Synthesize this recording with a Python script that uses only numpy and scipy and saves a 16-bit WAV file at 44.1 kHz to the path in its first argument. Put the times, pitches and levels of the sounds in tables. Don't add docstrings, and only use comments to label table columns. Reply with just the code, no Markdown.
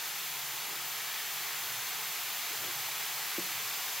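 import sys
import numpy as np
from scipy import signal
from scipy.fft import rfft, irfft
from scipy.io import wavfile

SR = 44100
rng = np.random.default_rng(int(sys.argv[2]) if len(sys.argv) > 2 else 0)


def generate_wav(sig):
    pcm = np.round(np.clip(np.atleast_2d(sig).T, -1, 1) * 32767).astype(np.int16)
    wavfile.write(sys.argv[1], SR, pcm)


N = 176400
TIME = np.arange(N) / SR
BIN_HZ = np.maximum(np.arange(N // 2 + 1) * SR / N, 1)
ROOM_T60_S = 0.56


def foam(burst_db=-4, wash_db=-2):
    # frequency_hz, level_db
    fizz_spectrum = [(100, -112), (250, -95), (520, -87.5), (650, -84), (750, -79.5), (1000, -77),
                     (1300, -78), (1500, -77.5), (2050, -75), (2700, -76.5), (3300, -76), (4000, -77),
                     (4900, -78.5), (5500, -80.5), (6100, -79), (7100, -80.5), (8600, -85), (9600, -85),
                     (11000, -81.5), (12300, -79.5), (14000, -78.5), (15700, -80)]
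    # pitch_hz, width_hz, boost_db
    basin_modes = [(718, 18, 6), (827, 23, 3.5), (1010, 23, 0.6), (1277, 43, 4), (1580, 44, 1),
                   (2300, 58, 1.5), (4850, 64, 2.5)]
    # frequency_hz, side_db
    stereo_image = [(850, -18), (1050, -64), (4500, -61), (5000, -13.5), (5250, -7), (6000, -5.5),
                    (9000, -4), (11250, -4), (11600, -50), (15000, -59)]
    # time_s, level_db
    vigour = [(0, -1.1), (.8, -1.54), (1.1, -1), (1.6, -0.46), (2.4, -0.24), (3.2, 0), (4, 0.3)]
    near = from_db(burst_db) * bubble_bursts()
    wash = from_db(wash_db) * rng.standard_normal(N)
    fizz = colour(near + wash, fizz_spectrum)
    basin_db = sum(db / (1 + (2 * (BIN_HZ - hz) / width) ** 2) for hz, width, db in basin_modes)
    mid = equalise(fizz, basin_db)
    side_hiss = colour(rng.standard_normal(N), fizz_spectrum)
    side = equalise(side_hiss, over_bins(stereo_image))
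    swell = from_db(np.interp(TIME, *np.transpose(vigour)))
    return (mid + side * [[1], [-1]]) * swell


def bubble_bursts(bursts_per_s=26000, ring_cycles=24, spread_db=2, flurry_db=1, flurries_per_s=14):
    pitches = np.geomspace(600, 16000, 48)
    crackle = np.zeros(N)
    for hz in pitches:
        pops = rng.random(N) < bursts_per_s * hz / pitches.sum() / SR
        strength = from_db(spread_db * np.minimum(rng.exponential(1, N), 4))
        polarity = rng.choice([-1, 1], N)
        rings = np.gradient(ring(pops * strength * polarity, hz, ring_cycles / hz))
        flurries = from_db(flurry_db * drift(flurries_per_s))
        crackle += np.sqrt(hz) * rms_one(rings) * flurries
    return rms_one(with_echoes(crackle, wet_db=-4.5))


def bubble_clusters():
    # peak_s, length_s, level_db, pitch_hz, width_hz
    clusters = [(.52, 0.4, -55.5, 940, 200), (1.14, 0.27, -49, 1790, 450), (1.46, 0.24, -51.5, 1950, 330),
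                (3.19, .12, -54.5, 850, 170), (3.75, 0.3, -52, 4970, 800)]
    return swells(clusters)


def bubble_blip(start_s=2.884, level_db=-37.5, pitch_hz=860, rise_hz_per_s=2000):
    attack_s, t60_s = 0.0021, 0.046
    age = np.maximum(TIME - start_s, 0)
    attack = np.minimum(age / attack_s, 1)
    decay_db = -60 * np.clip(age - attack_s, 0, 3 * t60_s) / t60_s
    phase = 2 * np.pi * (pitch_hz + rise_hz_per_s * age / 2) * age
    return attack * from_db(level_db + decay_db) * np.sin(phase)


def hollow_knock(contact_hz=490, low_cut_hz=175):
    # start_s, strength_db
    contacts = [(3.38, -38), (3.3823, -28.5), (3.3856, -32), (3.3913, -32.5)]
    # pitch_hz, gain_db, t60_s
    body_modes = [(183, -18, 0.22), (240, -6, 0.013), (350, 1, 0.023), (470, -13, 0.14), (561, -16.5, 0.11)]
    clicks = np.zeros(N)
    for start_s, db in contacts:
        clicks[int(start_s * SR)] += from_db(db)
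    soft_push = signal.sosfilt(signal.butter(2, contact_hz, fs=SR, output="sos"), clicks + 1e-18)
    body = sum(ring(soft_push, hz, t60_s) * from_db(db) for hz, db, t60_s in body_modes)
    body = signal.sosfilt(signal.butter(4, low_cut_hz, "high", fs=SR, output="sos"), body)
    return with_echoes(body, wet_db=-12.5)


def dull_rumbles():
    # peak_s, length_s, level_db, pitch_hz, width_hz
    rumbles = [(.73, 0.14, -57, 370, 400), (.72, 0.044, -59, 165, 40), (1.727, 0.19, -62, 130, 45),
               (2.528, 0.039, -53, 380, 220), (2.645, 0.06, -53.5, 330, 480), (2.66, 0.092, -57.5, 118, 40),
               (2.692, 0.03, -51, 373, 180), (2.787, 0.047, -56.5, 133, 35), (2.88, 0.04, -59, 135, 35),
               (3.57, 0.04, -61.5, 108, 35), (3.66, 0.04, -63, 114, 30)]
    return swells(rumbles)


def room_tone(side_db=-10):
    # pitch_hz, width_hz, level_db
    room_modes = [(137, 5.3, -69.5), (116, 14, -78.5), (155, 10, -72), (181, 20, -76.5), (325, 56, -75),
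                  (349, 11, -74), (433.5, 63, -65), (572, 70, -73.5)]
    # frequency_hz, level_db
    bed_spectrum = [(20, -107), (50, -105), (80, -103), (120, -99.5), (180, -93), (260, -95.5), (600, -108),
                    (1200, -135)]
    drone = sum(from_db(db) * resonant_noise(hz, width) for hz, width, db in room_modes)
    mid, side = colour(rng.standard_normal((2, N)), bed_spectrum)
    return drone + mid + from_db(side_db) * side * [[1], [-1]]


def with_echoes(sound, wet_db):
    tail = rng.standard_normal(SR) * from_db(-60 * TIME[:SR] / ROOM_T60_S)
    echoes = rms_one(signal.fftconvolve(sound, tail)[:N])
    return sound + from_db(wet_db) * sound.std() * echoes


def swells(rows):
    total = np.zeros(N)
    for peak_s, length_s, db, hz, width_hz in rows:
        bell = np.exp(-2 * ((TIME - peak_s) / length_s) ** 2)
        total += from_db(db) * bell * resonant_noise(hz, width_hz)
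    return total


def resonant_noise(hz, width_hz):
    detune = (BIN_HZ ** 2 - hz ** 2) / (BIN_HZ * width_hz)
    return rms_one(irfft(rfft(rng.standard_normal(N)) / (1 + detune ** 2), N))


def ring(clicks, hz, t60_s):
    decay = from_db(-60 / (t60_s * SR))
    step = 2 * np.pi * hz / SR
    return signal.lfilter([0, np.sin(step)], [1, -2 * decay * np.cos(step), decay ** 2], clicks + 1e-18)


def drift(turns_per_s):
    return np.interp(TIME * turns_per_s, np.arange(1000), rng.standard_normal(1000))


def colour(white, spectrum):
    return equalise(white, over_bins(spectrum)) * np.sqrt(SR / 2)


def equalise(sound, gain_db):
    return irfft(rfft(sound) * from_db(gain_db), N)


def over_bins(points):
    hz, value = np.transpose(points)
    return np.interp(np.log(BIN_HZ), np.log(hz), value)


def from_db(db):
    return 10 ** (np.asarray(db) / 20)


def rms_one(sound):
    return sound / np.sqrt(np.mean(sound ** 2) + 1e-20)


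def scene(low_pan_db=0.74):
    bubbles = foam() + bubble_clusters() + bubble_blip()
    lows = room_tone() + dull_rumbles() + hollow_knock()
    return bubbles + lows * from_db([[low_pan_db], [-low_pan_db]])


def record(dry, port_hz=8000, port_half_width_hz=2000, lean_db=2.5, cutoff_hz=15800):
    port_band = np.exp(-((BIN_HZ - port_hz) / port_half_width_hz) ** 4)
    port_gain = from_db(lean_db / 2 * port_band * [[1], [-1]])
    top_cut = 1 / np.sqrt(1 + (BIN_HZ / cutoff_hz) ** 600)
    return irfft(rfft(dry) * port_gain * top_cut, N)


dry = scene()
out = record(dry)
generate_wav(out)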